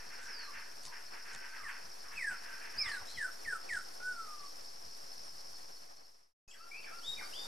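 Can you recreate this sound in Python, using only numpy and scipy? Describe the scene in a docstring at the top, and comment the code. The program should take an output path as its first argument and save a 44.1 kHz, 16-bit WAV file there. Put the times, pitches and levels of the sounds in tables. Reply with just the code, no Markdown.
"""Mountain rainforest: crickets trill and chirp over a hissing chorus while a bird whistles a falling phrase.
Birds are gliding near-sines, and crickets are rows of short tones; both echo off trunks and canopy.
Raspy chatter is noise through a moving throat resonance; air, leaves, knocks and wind are shaped noise.
The sound fades out, then back in as another song begins, with mostly rising whistles and hoarse falling notes."""
import sys
import numpy as np
from scipy import signal
from scipy.fft import rfft, irfft
from scipy.io import wavfile
from scipy.ndimage import uniform_filter1d

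SR = 44100
rng = np.random.default_rng(int(sys.argv[2]) if len(sys.argv) > 2 else 0)


def unload_audio(sound):
    """Save the sound as a 16-bit wav file, at the path given as the first command line argument."""
    columns = np.transpose(np.atleast_2d(sound))
    # keep every value between -1 and 1, then stretch to whole-number steps
    steps = np.round(np.clip(columns, -1, 1) * 32767)
    wavfile.write(sys.argv[1], SR, steps.astype(np.int16))


N = 329418
TIME = np.arange(N) / SR

# Event levels are relative: each layer adds its own trim, and the trees and the final fade follow.
# Noise spectra give only the colour: the noise is scaled to rms 1 afterwards.

# air in the far canopy, spectrum: [f/Hz, level/dB]
AIR = [(71, -47.5), (120, -13), (484, 1), (785, 2.5), (958, -2.5), (1030, -0.5), (1330, -4), (1720, -4.5),
       (2100, -8.5), (3600, -15.5), (4680, -53.5), (7920, -120)]
# rise and fall of the air: [t/s, level/dB]
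AIR_DB = [(0, -58.5), (.8, -60), (2.3, -59.5), (2.85, -57.5), (4.0, -57.5), (4.7, -60), (6.5, -59.5),
          (7.47, -55)]
# fine hiss, spectrum: [f/Hz, level/dB]
HISS = [(2500, -12), (3600, -2.5), (6800, -1), (9000, -0.5), (11500, 0), (13000, -7.5), (15000, -13.5)]
# rise and fall of the hiss: [t/s, level/dB]
HISS_DB = [(0, -68.5), (1.8, -68), (3.0, -66), (5.3, -67.5), (6.5, -68.5), (7.47, -62.5)]
# left-right likeness of the noise from all around: [f/Hz, correlation -1..1]
SAME = [(60, 0.73), (130, 0.78), (290, -0.73), (640, -0.95), (1410, -0.44), (3100, 0.36), (6800, 0.5),
        (15000, 0.31)]
# phase by which left leads right in that noise: [f/Hz, phase/rad]
LEAD = [(60, -1.6), (300, -0.96), (1300, -0.67), (2500, 0.081), (15000, -1)]
# wind rumble, spectrum: [f/Hz, level/dB]
RUMBLE = [(15, -28.5), (35, -1.5), (70, -7), (130, -10.5), (250, -15.5), (500, -42)]
# strongest buffets of wind on the microphone: [t/s, level/dB]
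BUFFETS = [(.08, -70), (.22, -68), (.56, -71), (.87, -65), (1.14, -71), (1.37, -66), (1.65, -65),
           (1.86, -69), (2.18, -61.5), (2.31, -60), (2.78, -60.5), (2.87, -58), (3.02, -62), (3.17, -59),
           (3.48, -62), (3.74, -64.5), (4.86, -66), (5.33, -74), (5.51, -69), (7.09, -65), (7.19, -68)]
# length of a buffet; level and rms unsteadiness of the draught under them
BUFFET_S, DRAUGHT_DB, DRAUGHT_SWING_DB = 0.029, -76, 2

# far cricket chorus, spectrum: [f/Hz, level/dB]
CHORUS = [(3500, -28), (4200, -12), (4650, -6.5), (4900, -6.5), (5150, -4), (5400, -2.5), (5700, -3),
          (6200, -13), (6600, -17.5), (7500, -34.5)]
# how hard the chorus and the trilling crickets sing: [t/s, level/dB]
EFFORT = [(0, -1), (1.6, -2), (2.5, -1), (4.2, -0.6), (5.3, 0), (6.5, -2.5), (7.47, 0)]
# runs of a low cricket's double chirps: [first t/s, last t/s, pairs, f/Hz, level/dB]
CHIRPS = [(.10, 1.085, 5, 4424, -58.5), (1.305, 2.605, 7, 4424, -60.5), (2.785, 3.135, 3, 4424, -61),
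          (3.40, 3.89, 3, 4424, -59), (4.165, 4.896, 4, 4434, -58.5), (5.13, 5.99, 5, 4410, -58),
          (6.585, 7.40, 5, 4560, -55)]
# runs of its neighbour's single chirps: [first t/s, last t/s, chirps, f/Hz, level/dB]
ANSWERS = [(6.51, 6.74, 3, 4670, -59), (6.935, 7.16, 2, 4670, -58), (7.27, 7.36, 2, 4690, -51)]

# syllables of raspy chatter: [peak t/s, level/dB]
CHATTER = [(.01, -55.5), (.125, -51), (.20, -54.5), (.295, -50), (.40, -51), (.56, -47.5), (.94, -50),
           (1.145, -51.5), (1.275, -49.5), (1.35, -54.5), (1.44, -49.5), (1.555, -52), (1.70, -46.5),
           (2.06, -58), (2.135, -52), (2.32, -50), (2.46, -50.5), (2.54, -54.5), (2.635, -48.5),
           (2.745, -50.5), (2.87, -46)]
# rasp of the chatter, spectrum: [f/Hz, level/dB]
RASP = [(410, -48.5), (700, -42.5), (921, -5.5), (1030, -15), (1310, -10.5), (1610, -7.5), (2310, -10),
        (2570, -8.5), (3600, -25.5), (4680, -57.5), (7920, -120)]
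SYLLABLE_RISE_S, SYLLABLE_HOLD_S, SYLLABLE_FALL_DB_PER_S = 0.027, 0.016, 106
LINGER_DB, LINGER_FALL_DB_PER_S = -15, 17  # each syllable lingers in the valley
# throat resonance: its pitch at a syllable level of THROAT_AT_DB, and its climb with that level
THROAT_HZ, THROAT_HZ_PER_DB, THROAT_AT_DB = 1714, 21, -50.5

# far whistles among the chatter: [t/s, length/s, from f/Hz, to f/Hz, level/dB]
FAR_CALLS = [(.16, 0.26, 1458, 1612, -54.5), (.455, 0.059, 1282, 1070, -53.5), (.86, 0.067, 1093, 954, -61),
             (1.29, 0.33, 1530, 1574, -54.5), (1.58, 0.099, 1333, 1084, -53),
             (2.045, 0.05, 1492, 1060, -57), (2.47, 0.096, 1680, 1495, -50),
             (2.79, 0.14, 1254, 1130, -54.5)]
# leaf rustles: [t/s, level/dB, length/s]
RUSTLES = [(.24, -57.5, 0.036), (0.861, -51.5, 0.024), (1.345, -57, 0.023), (2.902, -58, 0.022),
           (3.105, -56.5, 0.038), (3.22, -61, 0.03), (3.757, -56, 0.059)]
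# leaves, spectrum: [f/Hz, level/dB]
LEAVES = [(2000, -5.5), (3500, 0), (6500, 2), (9500, -1.5), (12000, -17.5), (15000, -41)]
# thin high falling call: [t/s, length/s, from f/Hz, to f/Hz, level/dB]
HIGH_CALLS = [(.255, .225, 6090, 4055, -48)]
# one sharp high call that climbs and drops: [t/s, f/Hz, level/dB]
SHARP_CALL = [(2.772, 4450, -55.5), (2.787, 4990, -33), (2.805, 5050, -33), (2.825, 5410, -33.5),
              (2.842, 4020, -52.5), (2.90, 2870, -54.5)]
# soft dull knocks: [t/s, level/dB, length/s]
KNOCKS = [(.89, -57, 0.015), (2.325, -54, 0.022), (3.02, -50.5, 0.0094), (7.22, -58, 0.024)]
# knocks, spectrum: [f/Hz, level/dB]
KNOCK = [(200, -14), (450, -15), (720, -0.5), (1000, -0.5), (1800, -21), (4000, -62)]

# falling notes of the main bird, pitch before the opening flick:
# [t/s, length/s, from f/Hz, to f/Hz, level/dB, flick decay/s]
PHRASE = [(1.629, .095, 2147, 1375, -45, 0.0017), (2.156, 0.2, 2273, 1347, -39.5, 0.043),
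          (2.785, 0.21, 2540, 1396, -40, 0.0021), (3.167, 0.13, 2084, 1268, -40, 0.0027),
          (3.445, .134, 2050, 1233, -39, .007), (3.686, 0.12, 2124, 1280, -38, .009)]
# drawn-out note that ends the phrase: [t/s, f/Hz, level/dB]
LONG_NOTE = [(4.005, 1427, -51), (4.045, 1488, -46.5), (4.095, 1493, -43), (4.22, 1310, -52),
             (4.285, 1245, -48), (4.39, 1171, -66.5), (4.44, 1150, -55), (4.49, 1110, -58)]
# overtones let out by the beak: [f/Hz, level relative to the note/dB]
OVERTONES = [(2500, -42.5), (4500, -34), (6500, -38.5), (8000, -16), (9200, -20), (10500, -32),
             (13000, -48.5)]
FLICK = .25  # a falling note starts this share above its pitch, up to the ceiling
CEILING_HZ = 2625  # pitch cap of a falling note, before its waver
PHRASE_BEND = .5  # how much the fall flattens towards its end
GROUND_S = .00671  # delay of the main bird's bounce off the ground

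# faint calls from behind the foliage: [t/s, length/s, from f/Hz, to f/Hz, level/dB]
HIDDEN_CALLS = [(2.875, .092, 5200, 3780, -55.5), (3.075, 0.073, 3900, 4500, -58),
                (3.142, 0.053, 4450, 3760, -61), (3.147, .042, 3450, 2860, -60),
                (5.238, .035, 10400, 8200, -63), (6.474, .05, 6000, 7980, -56)]
# brief thin squeaks in the later song: [t/s, length/s, from f/Hz, to f/Hz, level/dB]
SQUEAKS = [(6.51, 0.017, 3080, 3430, -59), (6.832, .016, 3700, 2950, -62), (7.324, 0.019, 3500, 4300, -63)]
# mostly rising notes of the later song: [t/s, length/s, from f/Hz, to f/Hz, level/dB,
# bend (higher settles sooner), crest as share of the length, level at the ends relative to the crest/dB]
LATE_SONG = [(6.477, .032, 2610, 2570, -53.5, 1, .35, -10),
             (6.594, 0.064, 1256, 1387, -51.5, 2.7, 0.46, -9),
             (6.714, 0.087, 2230, 2694, -47.5, 0.75, 0.22, -3),
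             (6.906, 0.071, 1180, 1405, -51, 2.5, 0.5, -11),
             (7.016, .114, 2690, 3830, -38.5, 3.8, .76, -30), (7.328, .155, 2650, 3660, -49, 6.5, 0.44, -6),
             (7.335, 0.13, 4900, 4710, -51.5, 1, 0.22, -8)]
# overtones of the later song: [f/Hz, level relative to the note/dB]
LATE_OVERTONES = [(2500, -8), (5000, -16), (7400, -12.5), (9000, -34), (11000, -19), (14000, -51)]
# hoarse falling notes between those of the later song: [t/s, length/s, from f/Hz, to f/Hz, level/dB]
HOARSE_NOTES = [(6.513, 0.054, 2724, 1340, -49.5), (6.833, 0.057, 2735, 1300, -46),
                (7.172, .06, 2480, 1285, -45.5)]

# fade out and back in: [t/s, gain]
FADE = [(5.62, 0.89), (6.335, 0), (6.477, 0), (6.48, 0.36), (7.08, 0.9)]
EDGE_HZ = 15300  # top of the band


def amp(db):
    """Decibels to gain."""
    return 10 ** (np.asarray(db) / 20)


def unit(x):
    """Scales to rms 1."""
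    return x / np.sqrt(np.mean(x ** 2) + 1e-20)


def curve(rows, t=TIME):
    """Joins (s, value) rows by straight lines."""
    return np.interp(t, *np.transpose(rows))


def by_hz(rows, hz):
    """Reads (Hz, value) rows on a log-frequency axis."""
    f, value = np.transpose(rows)
    return np.interp(np.log(hz + 1), np.log(f + 1), value)


def add(mix, s, sound):
    """Adds a sound into the mix at time s."""
    part = mix[max(round(s * SR), 0):][:len(sound)]
    part += sound[:len(part)]


def wander(rate_hz):
    """Random drift of rms 1, with movement up to about the given rate."""
    hz = np.fft.rfftfreq(N, 1 / SR)
    smoothed = rfft(rng.standard_normal(N)) / (1 + (hz / rate_hz) ** 4)
    return unit(irfft(smoothed, N))


def swells(rows):
    """A short bell-shaped swell for each (s, dB, length) row."""
    return sum(amp(db) * np.exp(-((TIME - s) / length) ** 2) for s, db, length in rows)


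def diffuse(spectrum):
    """Noise from all around: likeness and phase between the two ears vary with frequency."""
    hz = np.fft.rfftfreq(N, 1 / SR)
    left, other = rfft(rng.standard_normal((2, N)))
    same = np.clip(by_hz(SAME, hz), -1, 1)
    right = same * left + np.sqrt(1 - same ** 2) * other
    right = right * np.exp(-1j * by_hz(LEAD, hz))
    return unit(irfft(np.array([left, right]) * amp(by_hz(spectrum, hz)), N))


def frontal(spectrum, side_db):
    """Noise from ahead, with a weaker part that differs between the ears."""
    colour = amp(by_hz(spectrum, np.fft.rfftfreq(N, 1 / SR)))
    mid, side = rfft(rng.standard_normal((2, N))) * colour
    side = amp(side_db) * side
    return unit(irfft(np.array([mid + side, mid - side]), N))


def forest(x, echo_db, tail_db, t60, pan_db, direct_db=0, count=10):
    """Direct sound, a few echoes off near trunks, and a tail scattered by the canopy."""
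    t = np.arange(SR) / SR
    trunks = np.zeros((2, SR))
    at = rng.uniform(0.0066, 0.045, count)
    sign = rng.choice([-1., 1.], count)
    for ear, delay in zip(trunks, rng.uniform(0, .00008, (2, count))):
        ear[((at + delay) * SR).astype(int)] = sign / np.sqrt(count)
    tail_shape = amp(-60 * t / t60) * (1 - np.exp(-t / 0.016))  # builds up, then dies away
    mid, side = rng.standard_normal((2, SR)) * tail_shape
    tail = np.array([mid + .5 * side, mid - .5 * side])
    paths = amp(echo_db) * trunks + amp(tail_db) * tail / np.linalg.norm(tail[0])
    paths[:, 0] += amp(direct_db)
    pan = amp([[pan_db / 2], [-pan_db / 2]])  # positive leans left
    return signal.fftconvolve(x[None], paths, axes=1)[:, :N] * pan


def glide(start, length, from_hz, to_hz, db, bend, crest, edge_db):
    """One note as (s, Hz, dB): pitch slides and settles; level swells from edge_db to a crest and sinks."""
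    u = np.linspace(0, 1, num=64)
    slide = np.expm1(-bend * u) / np.expm1(-bend)
    away = np.interp(u, [0, np.clip(crest, .05, .95), 1], [1, 0, 1])  # distance from the crest
    hz = from_hz + (to_hz - from_hz) * slide
    return np.transpose([start + length * u, hz, db + edge_db * away ** 2])


def glides(rows, bend, crest, edge_db):
    """Notes that share one shape."""
    return [glide(*row, bend, crest, edge_db) for row in rows]


def whistles(notes, gain_db, overtone_db, waver, flutter_db, overtones=OVERTONES, order=7):
    """Each note is a gliding near-sine with overtones; pitch wavers (rms share) and level flutters (rms dB)."""
    out = np.zeros(N)
    unsteady = 1 + waver * wander(140)
    flutter = flutter_db * wander(88)
    for rows in notes:
        s, pitch, level = np.transpose(rows)
        t = np.arange(s[0] - .004, s[-1] + 0.0037, 1 / SR)
        smooth_pitch = uniform_filter1d(np.interp(t, s, pitch), size=400)
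        hz = smooth_pitch * np.interp(t, TIME, unsteady)
        phase = 2 * np.pi * np.cumsum(hz) / SR
        tone = np.sin(phase)
        for k in range(2, order + 1):
            strength = amp(overtone_db + by_hz(overtones, k * hz))
            tone += strength * np.sin(k * phase) * (k * hz < EDGE_HZ)
        edges = np.clip(np.minimum(t - t[0], t[-1] - t) / 0.0021, 0, 1)
        db = gain_db + np.interp(t, s, level) + np.interp(t, TIME, flutter)
        add(out, t[0], np.sqrt(2) * amp(db) * edges * tone)
    return out


def canopy_air(gain_db=3):
    """Air in the far canopy: diffuse noise, mostly low, whose level drifts."""
    return diffuse(AIR) * amp(gain_db + curve(AIR_DB) + 1.48 * wander(23))


def fine_hiss(gain_db=7):
    """Fine diffuse treble noise with a lightly drifting level."""
    return diffuse(HISS) * amp(gain_db + curve(HISS_DB) + 1.1 * wander(25))


def wind_rumble(gain_db=-1):
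    """Wind on the microphone: low noise in short buffets over an unsteady draught."""
    draught = amp(DRAUGHT_DB + DRAUGHT_SWING_DB * wander(13))
    wind = draught + swells([(s, db, BUFFET_S) for s, db in BUFFETS])
    return frontal(RUMBLE, side_db=-38.5) * amp(gain_db) * wind


def cricket_chorus():
    """Countless far crickets blur into a flickering band of noise."""
    chorus = amp(-55.0) * frontal(CHORUS, side_db=-7.0) * amp(1.57 * wander(70))
    return amp(curve(EFFORT)) * chorus


def chatter_db():
    """Level of the chatter: each syllable rises fast, holds, falls away and lingers."""
    t, power = TIME[::64], 1e-12
    for s, db in CHATTER:
        rise = np.exp(-(np.minimum(t - s, 0) / SYLLABLE_RISE_S) ** 2)
        after = np.maximum(t - s - SYLLABLE_HOLD_S, 0)
        fall = amp(-SYLLABLE_FALL_DB_PER_S * after)
        linger = amp(LINGER_DB - LINGER_FALL_DB_PER_S * after)
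        power = power + (amp(db) * rise) ** 2 * (fall ** 2 + linger ** 2)
    return np.interp(TIME, t, 10 * np.log10(power))


def chatter(width_hz=600, rough_db=1.0, throat_db=4):
    """Far harsh calls: rattling noise through a throat resonance that rises with each syllable."""
    db = chatter_db()
    rasp = frontal(RASP, side_db=-7.5) * amp(rough_db * wander(37))
    centre_hz = THROAT_HZ + THROAT_HZ_PER_DB * np.maximum(db - THROAT_AT_DB, -10)
    # shift the centre down to 0 Hz, low-pass, and shift back: a resonance that moves
    turn = np.exp(2j * np.pi * np.cumsum(centre_hz) / SR)
    r = np.exp(-np.pi * width_hz / SR)
    throat = 2 * (turn * signal.lfilter([1 - r], [1, -r], rasp / turn)).real
    return amp(db) * unit(rasp + amp(throat_db) * throat)


def trill(level_db, hz, sweep_hz, bursts_hz, strokes_hz, stroke_s, uneven_db, count=4):
    """A cricket closes its wings a few times in each burst; every stroke is a short falling tone."""
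    out, u = np.zeros(N), np.linspace(0, 1, int(stroke_s * SR))
    stroke_hz = hz + sweep_hz * (.5 - u)
    stroke = np.sin(np.pi * u) * np.sin(2 * np.pi * np.cumsum(stroke_hz) / SR)
    chance = rng.standard_normal((120, count + 1))
    starts = np.cumsum(1 + .03 * chance[:, 0]) / bursts_hz - .04
    for s, sizes in zip(starts, chance[:, 1:]):
        for k, size in enumerate(sizes):  # a stronger stroke also comes slightly later
            add(out, s + (k + .025 * size) / strokes_hz, amp(uneven_db * size) * stroke)
    return amp(level_db) * unit(out)


def near_cricket():
    """A near cricket trills in quick bursts of short, steeply falling strokes."""
    song = trill(level_db=-58, hz=5220, sweep_hz=750, bursts_hz=11.3,
                 strokes_hz=78.5, stroke_s=.0065, uneven_db=1.6)
    return amp(curve(EFFORT)) * forest(song, echo_db=-12, tail_db=-7.0, t60=0.12, pan_db=3)


def chirp_runs(runs, chirp_s=.028, uneven_db=.7, stray_hz=12):
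    """Short pure chirps at an even pace, each a little different in pitch and strength."""
    out, t = np.zeros(N), np.arange(0, chirp_s, 1 / SR)
    swell = np.sqrt(2) * signal.windows.tukey(len(t), .5)
    for first, last, count, hz, db in runs:
        for s in np.linspace(first, last, round(count)):
            size, stray = rng.standard_normal(2)
            tone = np.sin(2 * np.pi * (hz + stray_hz * stray) * t)
            add(out, s - chirp_s / 2, amp(db + uneven_db * size) * swell * tone)
    return out


def chirping_crickets(gap_s=.055, gain_db=-2):
    """A lower cricket gives pairs of short pure chirps; later a neighbour answers with single ones."""
    chirps = chirp_runs(CHIRPS) + chirp_runs(ANSWERS)
    add(chirps, gap_s, chirp_runs(CHIRPS))  # second chirp of each pair
    return forest(amp(gain_db) * chirps, echo_db=-16, tail_db=-7.5, t60=.3, pan_db=-4.0)


def farther_cricket():
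    """A farther cricket trills more slowly, with longer, nearly level strokes."""
    song = trill(level_db=-65.0, hz=5437, sweep_hz=79.5, bursts_hz=6.2,
                 strokes_hz=89, stroke_s=0.017, uneven_db=2.0)
    return amp(curve(EFFORT)) * forest(song, echo_db=-11.0, tail_db=-6.5, t60=0.29, pan_db=-4.5)


def far_calls():
    """Far whistles, where the scattered tail outweighs the direct sound."""
    song = whistles(glides(FAR_CALLS, bend=1.54, crest=.3, edge_db=-6.5),
                    gain_db=-4, overtone_db=-16, waver=0.036, flutter_db=1.5, order=2)
    return forest(song, echo_db=-8, tail_db=3.0, t60=0.35, pan_db=-3)


def leaf_rustles():
    """Leaves rustle: bright noise in brief swells, crackling with fast random level jumps."""
    return frontal(LEAVES, side_db=-15) * swells(RUSTLES) * amp(4.7 * wander(200))


def high_calls():
    """Thin high whistles: one long fall, and one sharp call that climbs and drops."""
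    notes = glides(HIGH_CALLS, bend=1.3, crest=0.52, edge_db=-12) + [SHARP_CALL]
    song = whistles(notes, gain_db=-1, overtone_db=-17.5, waver=.012, flutter_db=2.5, order=2)
    return forest(song, echo_db=-10, tail_db=-10.0, t60=0.37, pan_db=-2.5)


def dull_knocks():
    """Soft knocks: short swells of low-mid noise."""
    return frontal(KNOCK, side_db=-11.5) * swells(KNOCKS)


def falling_note(start, length, from_hz, to_hz, db, flick_s, attack_s=0.015, release_s=0.024, drop_db=-12):
    """The main bird's note: a quick flick down, then a flattening fall, with a soft attack and release."""
    s, hz, level = glide(start, length, from_hz, to_hz, db, bend=PHRASE_BEND, crest=0.43, edge_db=-7.5).T
    t = s - start
    shut = np.maximum(1 - np.minimum(t / attack_s, (length - t) / release_s), 0)
    flick = 1 + FLICK * np.exp(-(t / flick_s) ** 2)
    return np.transpose([s, np.minimum(hz * flick, CEILING_HZ), level + drop_db * shut])


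def main_bird():
    """A bounce off the ground beats against each falling note and breaks it into beads."""
    phrase = whistles([falling_note(*row) for row in PHRASE],
                      gain_db=-0.97, overtone_db=-1.5, waver=0.0142, flutter_db=2.5)
    ending = whistles([LONG_NOTE], gain_db=1, overtone_db=-6, waver=0.0037, flutter_db=2.5)
    song = phrase + ending
    bounce = .66 * np.interp(TIME - GROUND_S, TIME, song)
    return forest(song + bounce, echo_db=-11, tail_db=-14.5, t60=.55, pan_db=-.4)


def hidden_calls():
    """Faint calls and squeaks behind foliage: weaker direct sound, strong short scatter."""
    song = whistles(glides(HIDDEN_CALLS + SQUEAKS, bend=.8, crest=0.26, edge_db=-7.5),
                    gain_db=3, overtone_db=-12, waver=0.02, flutter_db=4, order=2)
    return forest(song, echo_db=-4.5, tail_db=-5.5, t60=0.18, pan_db=3, direct_db=-2)


def late_song():
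    """The later song: mostly rising whistles, each with its own bend and swell, and one overtone."""
    song = whistles([glide(*row) for row in LATE_SONG], gain_db=-1.0, overtone_db=-4,
                    waver=0.0099, flutter_db=2.2, overtones=LATE_OVERTONES, order=2)
    return forest(song, echo_db=-5.5, tail_db=-3.5, t60=0.39, pan_db=3.5)


def hoarse_notes():
    """Falling whistles made hoarse by a strong, fast pitch waver."""
    song = whistles(glides(HOARSE_NOTES, bend=0.296, crest=0.13, edge_db=-3.5),
                    gain_db=-2, overtone_db=-8, waver=0.062, flutter_db=3.5, order=2)
    return forest(song, echo_db=-9.5, tail_db=-3.0, t60=0.3, pan_db=1, direct_db=-4)


def scene():
    """Everything that sounds in the forest."""
    breeze = canopy_air() + fine_hiss() + wind_rumble() + leaf_rustles() + dull_knocks()
    insects = cricket_chorus() + near_cricket() + chirping_crickets() + farther_cricket()
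    birds = far_calls() + high_calls() + main_bird() + hidden_calls() + late_song() + hoarse_notes()
    return breeze + insects + chatter() + birds


def record(dry, offset=-0.0043):
    """The recorder's small steady offset, a fade out and in, then the band limit."""
    faded = (dry + offset) * np.clip(curve(FADE), 0, 1)
    low_pass = signal.firwin(511, EDGE_HZ, window=("kaiser", 9), fs=SR)
    return signal.oaconvolve(faded, low_pass[None], "same")


dry = scene()
out = record(dry)
unload_audio(out)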